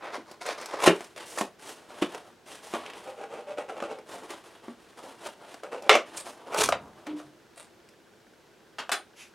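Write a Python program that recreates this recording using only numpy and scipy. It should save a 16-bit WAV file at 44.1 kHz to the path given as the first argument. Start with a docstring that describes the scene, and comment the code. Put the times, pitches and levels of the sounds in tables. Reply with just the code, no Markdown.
"""A steady low rush, a faintly ticking motor and a scraping flap open the scene in a small workshop.
A long cardboard box is opened on a bench: creases snap, tape and board rip, the hollow box thumps,
hands slide over the board and a knife saws at the tape. Late on the knife is put down and a sleeve brushes past.
Rubbing is shaped noise and clicks under pressure curves; blows are noise bursts and decaying modes;
all but the rush, the motor and the bench pass through a synthetic stereo room."""
import sys
import numpy as np
from scipy import signal
from scipy.fft import rfft, irfft, next_fast_len
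from scipy.io import wavfile

SR = 44100
rng = np.random.default_rng(int(sys.argv[2]) if len(sys.argv) > 2 else 0)


def put_to_file(sound):
    """Save the sound as 16-bit audio at rate SR, in the file named by the first command-line argument."""
    columns = np.atleast_2d(sound).T  # one column per channel
    safe = np.clip(columns, -1, 1)
    whole_steps = np.round(safe * 32767)
    wavfile.write(sys.argv[1], SR, whole_steps.astype(np.int16))


N = 411894
TIME = np.arange(N) / SR
TAIL = TIME[:SR // 2]  # time axis of a single event, half a second

# Strokes of the far flap scraping along the box. Each row: start in seconds, rise in seconds,
# hold in seconds, then the levels in dB of the low drag, the middle rasp and the high hiss.
SCRAPES = [(0.0, 0.041, 0.047, -40, -48, -60.5), (0.109, 0.031, 0.007, -37, -44.5, -50),
           (0.249, 0.052, .01, -48.5, -58, -58.5), (.405, 0.012, 0.033, -42, -46.5, -48),
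           (.45, .02, .045, -34.5, -40, -44), (.565, .02, 0.16, -44.5, -50.5, -52.5),
           (.7, 0.036, 0.064, -37, -49, -57)]
# Strokes of hands and flaps sliding. Each row: start, rise and hold in seconds,
# drag on the panels, rasp of the edges and hiss of the surface in dB.
SLIDES = [(.93, 0.024, 0.095, -52.5, -54.5, -56.5), (1.162, 0.01, .19, -48.5, -50.5, -56),
          (1.24, 0.043, 0.067, -59, -63, -48.5), (1.585, 0.023, .07, -50.5, -54, -54),
          (1.66, 0.021, 0.026, -47.5, -51, -49.5), (1.77, 0.0065, 0.0093, -53, -58.5, -66),
          (1.82, 0.14, 0.047, -45.5, -53.5, -57.5), (2.08, 0.026, 0.053, -46.5, -53, -57.5),
          (2.18, .02, 0.086, -55, -65.5, -68.5), (2.455, 0.014, 0.08, -49.5, -52, -53),
          (2.615, .02, 0.13, -50, -53.5, -53.5), (2.76, 0.028, 0.15, -45, -52, -62),
          (2.93, 0.035, 0.14, -51.5, -58, -61), (4.05, 0.083, 0.018, -41.5, -49.5, -51),
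          (4.18, 0.043, 0.078, -50, -60, -64), (4.285, 0.012, 0.026, -42.5, -47.5, -52.5),
          (4.43, 0.029, 0.0084, -51.5, -56.5, -59), (4.49, 0.033, 0.031, -55.5, -59, -67),
          (4.62, 0.023, .04, -51.5, -60, -64.5), (4.76, 0.09, 0.076, -60, -64, -68),
          (4.96, 0.02, .14, -48.5, -57.5, -60), (5.17, 0.078, 0.026, -44, -50, -53.5),
          (5.33, 0.084, 0.064, -50.5, -61.5, -67), (5.45, 0.055, 0.022, -49.5, -52.5, -57),
          (6.03, .11, .03, -46, -51, -56.5), (6.235, .03, 0.017, -44, -51, -50.5),
          (6.32, .03, 0.11, -53, -64.5, -74), (6.42, 0.063, .03, -44.5, -59.5, -64),
          (6.79, .03, 0.079, -53, -74, -73), (6.93, 0.052, 0.087, -56, -68, -73),
          (7.062, .008, 0.017, -44.5, -51, -66), (7.16, .012, 0.013, -51, -56.5, -59)]
# Resonances of the box. Each row: frequency in Hz, width in Hz, height in dB.
BOX = [(335, 7.7, 5.5), (439, 18, 3), (600, 11, 4.5), (693, 26, 3.5), (1070, 440, 1), (1420, 360, 1),
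       (1930, 46, 2.5), (2300, 280, 1), (2710, 170, 1)]


def undb(db):
    """Level to amplitude: 20 dB is a factor of ten."""
    return 10 ** (np.asarray(db) / 20)


def unit(x):
    """Normalization of a steady signal to rms 1."""
    return x / np.sqrt(np.mean(x ** 2))


def burst(x):
    """Normalization of a transient by energy, to that of 4 ms at rms 1."""
    return x / np.sqrt(np.sum(x ** 2) / (.004 * SR))


def add(out, s, x):
    """Superposition: mix x in at time s."""
    i = int(s * SR)
    out[..., i:i + x.shape[-1]] += x[..., :N - i]


def band(x, lo_hz, hi_hz):
    """Causal band-pass: only components between two frequencies remain strong."""
    return signal.sosfilt(signal.butter(3, [lo_hz, hi_hz], "band", fs=SR, output="sos"), x)


def colour(x, points, modes=()):
    """Minimum-phase filtering: a smooth spectrum of (Hz, dB) points with resonances on top."""
    size = next_fast_len(len(x) // 2 + 1) * 2
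    hz = np.maximum(np.arange(size // 2 + 1) * SR / size, 1)
    f, db = np.transpose(points)
    db = np.interp(np.log(hz), np.log(f), db)
    for centre, width, height_db in modes:
        db = db + height_db / (1 + (2 * (hz - centre) / width) ** 2)
    # folding the cepstrum onto positive times makes the filter causal
    cepstrum = irfft(np.log(undb(db)))
    cepstrum[1:size // 2] *= 2
    cepstrum[size // 2 + 1:] = 0
    response = np.exp(rfft(cepstrum))
    return irfft(rfft(x, size) * response)[:len(x)]


def split(x, order=5):
    """Complementary band division: low, middle and high parts that add up to the whole."""
    mid_hz, high_hz = 1600, 4600
    spectrum = rfft(x)
    hz = np.arange(len(spectrum)) * SR / len(x)
    low, below = (irfft(spectrum / (1 + (hz / edge) ** (2 * order)), len(x)) for edge in (mid_hz, high_hz))
    return low, below - low, x - below


def wander(t, rate, count=1000):
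    """Slow random modulation: normal values, rate of them a second, joined by straight lines."""
    return np.interp(t * rate, np.arange(count), rng.standard_normal(count))


def room(wet_db, side_db=-20.5, build_s=0.0017):
    """Reverberation: direct sound, then dense reflections that decay at a rate set by frequency band."""
    # Reverberation times in seconds of the low, middle and high bands.
    decay_t60 = (0.21, 0.19, 0.15)
    decays = undb(-60 * TAIL / np.array(decay_t60)[:, None])
    fades = decays * (1 - np.exp(-TAIL / build_s))
    mid, side = (np.sum(fades * split(rng.standard_normal(len(TAIL))), axis=0) for _ in range(2))
    # the treble spreads sideways most
    side_spectrum = [(60, -9.5), (280, -19), (600, -5.5), (1200, 0.5), (2300, 3.5), (4200, 10.0), (12000, 8.5)]
    side = undb(side_db) * colour(side, side_spectrum)
    response = undb(wet_db) * np.array([mid + side, mid - side]) / np.sqrt(np.sum(mid ** 2))
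    response[:, 0] += 1
    return response / np.sqrt(1 + undb(2 * wet_db))


def heard(x, response):
    """Convolution: every instant of the sound excites the room's response."""
    return signal.fftconvolve(x[None], response, axes=1)[:, :N]


def stroke(t, rise_s, hold_s, release_db_s):
    """Contact pressure: it builds, holds, then lets go exponentially."""
    build = np.clip(t / rise_s, 0, 1) ** 0.99
    return build * undb(-release_db_s * np.maximum(t - rise_s - hold_s, 0))


def friction(strokes, spectrum, release_db_s, rate, spread_db, smooth, catch_db, catch_rate, wet_db):
    """Stick-slip friction: fibres catch and let go as tiny uneven clicks that shake the panels, rasp and hiss."""
    out, size = np.zeros((2, N)), len(TAIL)
    for s, rise_s, hold_s, *levels in strokes:
        moments = rng.random(size) < rate / SR  # rate is the mean number of slips a second
        signs = rng.choice([-1, 1], size)
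        sizes = undb(spread_db * np.minimum(rng.standard_normal(size), 2))
        force = unit(moments * signs * sizes) + smooth * rng.standard_normal(size)
        force = force * undb(catch_db * wander(TAIL, catch_rate))
        parts = split(colour(force, spectrum, BOX))
        sound = sum(unit(part) * undb(db) for part, db in zip(parts, levels))
        add(out, s, heard(sound * stroke(TAIL, rise_s, hold_s, release_db_s), room(wet_db)))
    return out


def air(level_db=-58.5, side_db=-16):
    """Broadband background noise: the steady low rush of the workshop, wavering slightly."""
    # Spectrum of the rush. Each row: frequency in Hz, relative level in dB.
    rush_spectrum = [(15, -40), (25, -22), (74, -14.5), (130, -10.5), (217, -7.5), (293, -12), (335, -4.5),
                     (384, -8.5), (416, -8), (591, -9.5), (1260, -15.5), (1480, -13.5), (1790, -17),
                     (5730, -24.5), (16000, -38)]
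    modes = [(333, 190, 3.1), (420, 92, 2.5)]
    mid, side = (unit(colour(rng.standard_normal(N), rush_spectrum, modes)) for _ in range(2))
    side_spectrum = [(30, 3.5), (120, 7.5), (350, 7), (1500, 6.5), (5000, 7.5), (14000, 0.5)]
    side = undb(side_db) * colour(side, side_spectrum)
    waver_db = .4 * wander(TIME, 5)
    return np.array([mid + side, mid - side]) * undb(level_db + waver_db)


def motor(db=-57, tick_s=0.0051):
    """Periodic excitation: even, decaying ticks of mechanical noise, alternately stronger and weaker."""
    # Spectrum of the ticks. Each row: frequency in Hz, relative level in dB.
    tick_spectrum = [(300, -19.5), (1100, -22), (1550, 10), (2000, -8), (2800, -7.5), (4000, -12.5),
                     (12000, -28.5)]
    ticks_per_s, phase_s = 14.985, .0605
    turn = (TIME - phase_s) * ticks_per_s
    since_tick_s = turn % 1 / ticks_per_s
    gate = np.exp(-since_tick_s / tick_s) * undb(-2.5 * (np.floor(turn) % 2))
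    return undb(db) * unit(colour(rng.standard_normal(N), tick_spectrum)) * gate


def flap():
    """Stick-slip friction of board on board: the far flap scrapes along the box."""
    # Spectrum of the scrape. Each row: frequency in Hz, relative level in dB.
    scrape_spectrum = [(90, -25.5), (200, -19), (300, -6), (550, 3.5), (750, 2), (1100, 1.5), (1600, -3.5),
                       (2100, -4), (3000, -12), (3600, -11), (5200, -20), (7800, -30), (9600, -29.5),
                       (15500, -53)]
    return friction(SCRAPES, scrape_spectrum, release_db_s=259, rate=1500, spread_db=3.0, smooth=0.55,
                    catch_db=3.0, catch_rate=150, wet_db=-6.5)


def crinkles(strokes):
    """Random events: rubbed creases give way, likelier in long strokes and louder in firm ones."""
    per_s = 8
    level_db, spread_db = 0.5, 2.5  # relative to the stroke's drag
    boom_db, crack_db, tick_db = 1, -9, -17
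    rows = []
    for (s, rise_s, hold_s, drag_db, *_), (luck, when, size) in zip(strokes, rng.random((len(strokes), 3))):
        span = rise_s / 2 + hold_s
        if luck < per_s * span:
            moment = s + rise_s / 2 + when * span
            db = drag_db + level_db + spread_db * (2 * size - 1)
            rows.append((moment, db, boom_db, crack_db, tick_db))
    return rows


def snaps(crinkle_rows, crumple=0.13, crumple_s=0.0049, wet_db=-5, tick_wet_db=-9, knock_db=2):
    """Impulsive excitation: a giving crease rings the box with one kick and a few ms of breaking fibres."""
    # Flaps and creases snapping. Each row: start in seconds, overall gain in dB, low-end tilt (boom) in dB,
    # high-end tilt (crack) in dB, gain of the fibre tick in dB.
    snap_rows = [(.181, -43, 13, -20, -27), (.314, -48.5, 8.5, 3, 2), (.613, -42.5, 5, 4, 0),
                 (.6585, -43, -12, 3, 6), (.738, -24.5, -8, -16, -25), (.463, -36.5, -23, 0, -1),
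                 (.711, -50, -6, 10, -3), (.8757, -6, 1, -2, -28), (.8796, -17.5, 5, 5, -16),
                 (.893, -23, 8, -5, -22), (1.007, -34, 0, -2.5, -12), (1.044, -54.5, -6, -2, 8),
                 (1.162, -41.5, -4, 3, -8), (1.178, -40, -12, 4, -5), (1.375, -27.5, -6, -19, -12),
                 (1.4114, -22, 4, -4, -14), (2.0275, -25.5, 2, 3.5, -29), (2.1476, -29, -3.5, -9, -15),
                 (2.738, -27.5, 6, -3.5, -20), (2.863, -43.5, -2, 10, -10), (2.9, -45, -15, 10, -7),
                 (2.935, -45, -6, 6, -8), (3.316, -40, -12, -10, -24), (3.5866, -31, -5, -8.5, -31),
                 (3.6962, -28.5, -13, -24, -40), (3.803, -32, -16, -1.5, -27),
                 (3.8241, -24.5, -13, -21, -32), (3.987, -42.5, 3, -5, -14), (4.224, -46, 9.5, -15, -24),
                 (4.305, -44.5, -6, 4, 2), (4.338, -44, 5, -10, -14), (4.683, -37, 4, -10, -36),
                 (5.2685, -33.5, -20, -9, -10), (5.5423, -36, -7, -10, -11), (5.6348, -32.5, -10, -8, -16),
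                 (5.7302, -29, -12, -17.5, -23), (5.8232, -41.5, 3.5, -8, -5.5),
                 (5.8942, -6, -19, 2.5, -24), (5.953, -20.5, -8, 5, -11), (6.1521, -49, -12, -7, -12),
                 (6.174, -46, -20, -13, 12.5), (6.201, -46, -3, -9, 6), (6.5215, -33, -9, -18, -23),
                 (6.5445, -20.5, -22, -25, -14), (6.5835, -23, -3, -2, -14),
                 (6.6887, -17, -10.5, -9.5, -10.5), (6.7237, -21, -19.5, 3.5, -32),
                 (6.7265, -18, -15, -26, -30), (7.0684, -40, -3, 1, -8.5), (7.2006, -38, -19, -9, -18),
                 (7.8885, -61, -4, 8, 6), (8.8936, -26, -31, -3, -17)]
    # Spectrum of the struck board. Each row: frequency in Hz, relative level in dB.
    snap_spectrum = [(60, -30.5), (110, -21.5), (180, -5.5), (300, 6.5), (450, 6.5), (700, 6), (900, -1),
                     (1300, 0), (1700, -3), (2400, -2), (3200, -5.5), (4400, -15), (9500, -24.5),
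                     (15500, -63)]
    tick_spectrum = [(2500, -21), (5000, 6), (9700, -1.5), (15500, -16)]
    out, t = np.zeros((2, N)), TAIL[:SR // 8]
    for s, db, boom_db, crack_db, tick_db in snap_rows + crinkle_rows:
        force = crumple * rng.standard_normal(len(t)) * np.exp(-t / crumple_s)
        force[0] -= 1  # the kick
        board = undb(knock_db) * burst(colour(force, snap_spectrum, BOX))
        knock = colour(board, [(380, boom_db), (520, 0.01), (1350, 0.0011), (1900, crack_db)])
        fibres = rng.standard_normal(len(t)) * np.exp(-t / 0.0048)
        tick = undb(tick_db) * burst(colour(fibres, tick_spectrum))
        # the tick beams straight ahead, so it stirs the room less
        add(out, s, undb(db) * (heard(knock, room(wet_db)) + heard(tick, room(tick_wet_db))))
    return out


def ripping():
    """Fracture in tugs: tape and board rip as fibres let go in quick succession."""
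    # Tugs. Each row: start, rise and hold in seconds, low drag, middle rasp and high hiss in dB.
    tugs = [(.785, 0.047, 0.0055, -29.5, -37, -40), (.822, 0.026, 0.02, -20.5, -27, -28),
            (1.365, 0.019, 0.035, -36.5, -46.5, -40.5), (2.012, .012, 0.0037, -34, -38, -44),
            (2.72, 0.026, 0.017, -32.5, -44.5, -53.5), (6.51, 0.041, 0.0062, -30.5, -39.5, -45),
            (6.568, 0.012, 0.019, -25.5, -33, -27), (6.602, 0.0049, 0.0037, -22.5, -27.5, -26),
            (6.632, 0.0058, 0.0062, -31, -35.5, -28)]
    # Spectrum of the rip. Each row: frequency in Hz, relative level in dB.
    rip_spectrum = [(59, -53), (100, -37), (215, -17), (433, -1.5), (752, -7), (818, -2), (1230, -5.5),
                    (1680, -7.5), (2370, 1.5), (2990, -3), (3320, -2), (4870, -19.5), (6420, -21),
                    (10000, -23), (16000, -46)]
    return friction(tugs, rip_spectrum, release_db_s=425, rate=1400, spread_db=3.5, smooth=1.0,
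                    catch_db=4.5, catch_rate=262, wet_db=-9.0)


def thumps(rise_cycles=0.8, wet_db=-9):
    """Modal vibration: a blow swings the panel modes nearest its pitch, and they die away trembling a little."""
    # The hollow box flexing or knocking. Each row: start in seconds, level in dB,
    # pitch of the panels struck in Hz, decay time by 60 dB in seconds.
    blows = [(.876, -20, 178, 0.13), (.88, -14, 417, 0.18), (1.381, -27, 1825, .07), (1.41, -34, 390, .13),
             (2.021, -13, 331, 0.081), (2.023, -28.5, 178, .09), (2.148, -47, 175, 0.081),
             (2.739, -37, 245, 0.17), (4.68, -32.5, 238, 0.11), (5.896, -19, 450, 0.15),
             (5.937, -36.5, 238, 0.36), (5.953, -12.5, 600, 0.083), (6.583, -36, 195, 0.4),
             (6.689, -10, 1270, 0.019), (6.7255, -18, 700, .02), (7.071, -32, 302, 0.49),
             (7.13, -32, 298, 0.19), (7.242, -51.5, 137, .29)]
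    # Frequencies of the panel modes in Hz.
    panel_hz = [140, 176, 240, 302, 345, 398, 437, 597, 695, 1270, 1825]
    span_octaves, flutter = 0.11, .22
    out, modes = np.zeros((2, N)), np.array(panel_hz)
    for s, db, hz, t60 in blows:
        shares = np.exp(-abs(np.log2(modes / hz)) / span_octaves)
        ring = shares @ np.sin(2 * np.pi * modes[:, None] * TAIL) / np.linalg.norm(shares)
        tremble = unit(band(rng.standard_normal(len(TAIL)), hz / 2, hz * 2))
        envelope = (1 - np.exp(-TAIL * hz / rise_cycles)) * undb(-60 * TAIL / t60)
        swing = (ring + flutter * tremble) * envelope
        add(out, s, undb(db) * heard(swing, room(wet_db)))
    return out


def hands():
    """Stick-slip friction of skin and board: hands and flaps slide softly."""
    # Spectrum of the slide. Each row: frequency in Hz, relative level in dB.
    slide_spectrum = [(53, -55), (90, -20), (172, -16.5), (316, -4), (478, -4), (896, -4), (1190, -7.5),
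                      (1290, -9.5), (2430, -16.5), (2950, -14), (4450, -19.5), (5070, -20), (7490, -21.5),
                      (9510, -20.5), (16000, -42.5)]
    return friction(SLIDES, slide_spectrum, release_db_s=172.5, rate=2200, spread_db=2.5, smooth=1.0,
                    catch_db=3.0, catch_rate=90, wet_db=-8.0)


def sawing():
    """Reciprocating contact: each stroke bites in, then drags with the same balance of rasp and hiss."""
    # The blade at the taped end. Each row: start in seconds, length in seconds, level of the drag in dB.
    cuts = [(3.052, 0.045, -39.5), (3.161, 0.073, -38.5), (3.272, 0.13, -40), (3.463, .05, -39),
            (3.568, 0.024, -32), (3.68, 0.021, -35.5), (3.744, 0.04, -40.5), (3.808, 0.042, -35.5),
            (3.883, 0.041, -36.5), (3.974, 0.028, -51.5), (5.624, 0.032, -39), (5.709, 0.038, -33),
            (5.809, 0.069, -40)]
    bite = 0.51  # share of a stroke spent biting in
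    rasp_db, hiss_db = -13, -22.5  # relative to the drag
    return [(s, bite * length, (1 - bite) * length, db, db + rasp_db, db + hiss_db) for s, length, db in cuts]


def blade(strokes):
    """Stick-slip friction of an edge: sparse, uneven slips as the knife saws."""
    # Spectrum of the cut. Each row: frequency in Hz, relative level in dB.
    cut_spectrum = [(71, -54.5), (120, -26.5), (362, -11), (454, -1), (493, -0.5), (605, 1), (727, -15),
                    (789, 1), (968, -14.5), (1400, -15), (1790, -26), (2640, -24), (4140, -34.5),
                    (9210, -36.5), (16000, -64.5)]
    return friction(strokes, cut_spectrum, release_db_s=299.5, rate=950, spread_db=4.0, smooth=0.44,
                    catch_db=1.0, catch_rate=110, wet_db=-4.0)


def wall():
    """Fracture: the end wall tears open in a dense run of nearly equal breaks."""
    # Tears. Each row: start, rise and hold in seconds, low drag, middle rasp and high hiss in dB.
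    tears = [(5.894, 0.0027, 0.037, -19, -20.5, -34.5), (5.945, 0.007, 0.0043, -23.5, -33, -38)]
    # Spectrum of the tear. Each row: frequency in Hz, relative level in dB.
    tear_spectrum = [(100, -47), (180, -47), (300, -10), (440, 1), (650, 1.5), (900, -10), (1150, -1),
                     (1650, -12.5), (2200, -3), (3100, -11.5), (3900, -19), (6000, -14), (8500, -25),
                     (15500, -49)]
    return friction(tears, tear_spectrum, release_db_s=384, rate=1100, spread_db=1.0, smooth=0.97,
                    catch_db=2.5, catch_rate=390, wet_db=-10)


def glue():
    """Adhesive release: tape peels off in a short hiss of very uneven slips."""
    # Peels. Each row: start, rise and hold in seconds, low drag, middle rasp and high hiss in dB.
    peels = [(6.163, 0.0093, 0.0073, -43, -43.5, -36.5), (7.555, 0.021, 0.03, -53.5, -55.5, -51.5)]
    # Spectrum of the peel. Each row: frequency in Hz, relative level in dB.
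    peel_spectrum = [(150, -34), (600, 7), (1500, 1), (2200, -1), (3800, 0.5), (6000, -10), (8700, 5),
                     (10500, -4.5), (15500, -31)]
    return friction(peels, peel_spectrum, release_db_s=352, rate=840, spread_db=7.0, smooth=0.75,
                    catch_db=-5.0, catch_rate=390, wet_db=-5.0)


def bench(db=-47, start_s=6.58, length_s=0.49):
    """Forced vibration: the bench rumbles as low noise under the hardest pull."""
    swell = np.interp((TIME - start_s) / length_s, [0, .05, .4, .7, 1], [0, 1, .7, .2, 0], left=0, right=0)
    rumble_spectrum = [(25, -26), (45, -1), (70, -3), (110, 1), (160, -2.0), (260, 4), (500, -29), (2000, -70)]
    return undb(db) * swell * unit(colour(rng.standard_normal(N), rumble_spectrum))


def knife(chatter_s=0.0025, wet_db=4, gain_db=3):
    """Hard impact: contacts clack on wood and ring the steel; from further off the room is strong."""
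    # The knife touching down, landing and rattling. Each row: start in seconds, level in dB before the
    # common gain, steel ring in dB relative to the clack, brightness (treble tilt) in dB.
    contacts = [(8.7845, -31.5, -29, -5.5), (8.7884, -32.5, -25, 0), (8.799, -34.5, -34, -10),
                (8.9171, -23.5, 2, 9), (8.9205, -26.5, -3, 5), (8.931, -34, -7, -10),
                (8.942, -35.5, -8, -1)]
    # Spectrum of the clack. Each row: frequency in Hz, relative level in dB.
    clack_spectrum = [(71, -75), (120, -33.5), (301, -14), (569, -7), (643, -8), (822, -2.5), (911, -11),
                      (1260, -4), (1830, -10.5), (2020, -12), (3380, -12), (9210, -24.5), (16000, -44.5)]
    # Modes of the blade. Each row: frequency in Hz, relative level in dB, decay time by 60 dB in seconds.
    steel_modes = [(3372, -19, .12), (4033, -20, .12), (9088, -17, .14)]
    out = np.zeros((2, N))
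    for s, db, ring_db, bright_db in contacts:
        chatter = rng.standard_normal(len(TAIL)) * np.exp(-TAIL / chatter_s)
        clack = burst(colour(chatter, clack_spectrum))
        ring = np.zeros(len(TAIL))
        for hz, mode_db, t60 in steel_modes:
            ring += undb(mode_db) * burst(np.sin(2 * np.pi * hz * TAIL) * undb(-60 * TAIL / t60))
        contact = colour(clack, [(2000, 0), (9000, bright_db)]) + undb(ring_db) * ring
        add(out, s, undb(db + gain_db) * heard(contact, room(wet_db)))
    return out


def sleeve(start_s=9.15, db=-48.5):
    """Smooth friction: cloth brushes past as the arm lifts, a soft swish of noise without clicks."""
    # Spectrum of the swish. Each row: frequency in Hz, relative level in dB.
    brush_spectrum = [(200, -32), (1000, -11), (1700, -8), (2500, -0.5), (4000, -11), (6500, -8),
                      (8500, -17), (11000, -12.5), (15500, -43.5)]
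    pressure = stroke(TIME - start_s, rise_s=.05, hold_s=0.026, release_db_s=270)
    swish = unit(colour(rng.standard_normal(N), brush_spectrum))
    return heard(undb(db) * pressure * swish, room(-5))


def scene():
    """Superposition of background, rubbing and blows."""
    saw_strokes = sawing()
    background = air() + motor() + bench()
    rubbing = flap() + ripping() + hands() + blade(saw_strokes) + wall() + glue() + sleeve()
    blows = snaps(crinkles(SLIDES + SCRAPES + saw_strokes)) + thumps() + knife()
    return background + rubbing + blows


def record(dry):
    """Saturation and band limiting: the loudest peaks are rounded and the top is cut."""
    top_hz = 15900
    rounded = dry / (1 + dry ** 4) ** .25
    return signal.sosfilt(signal.ellip(10, .1, 70, top_hz, fs=SR, output="sos"), rounded)


dry = scene()
out = record(dry)
put_to_file(out)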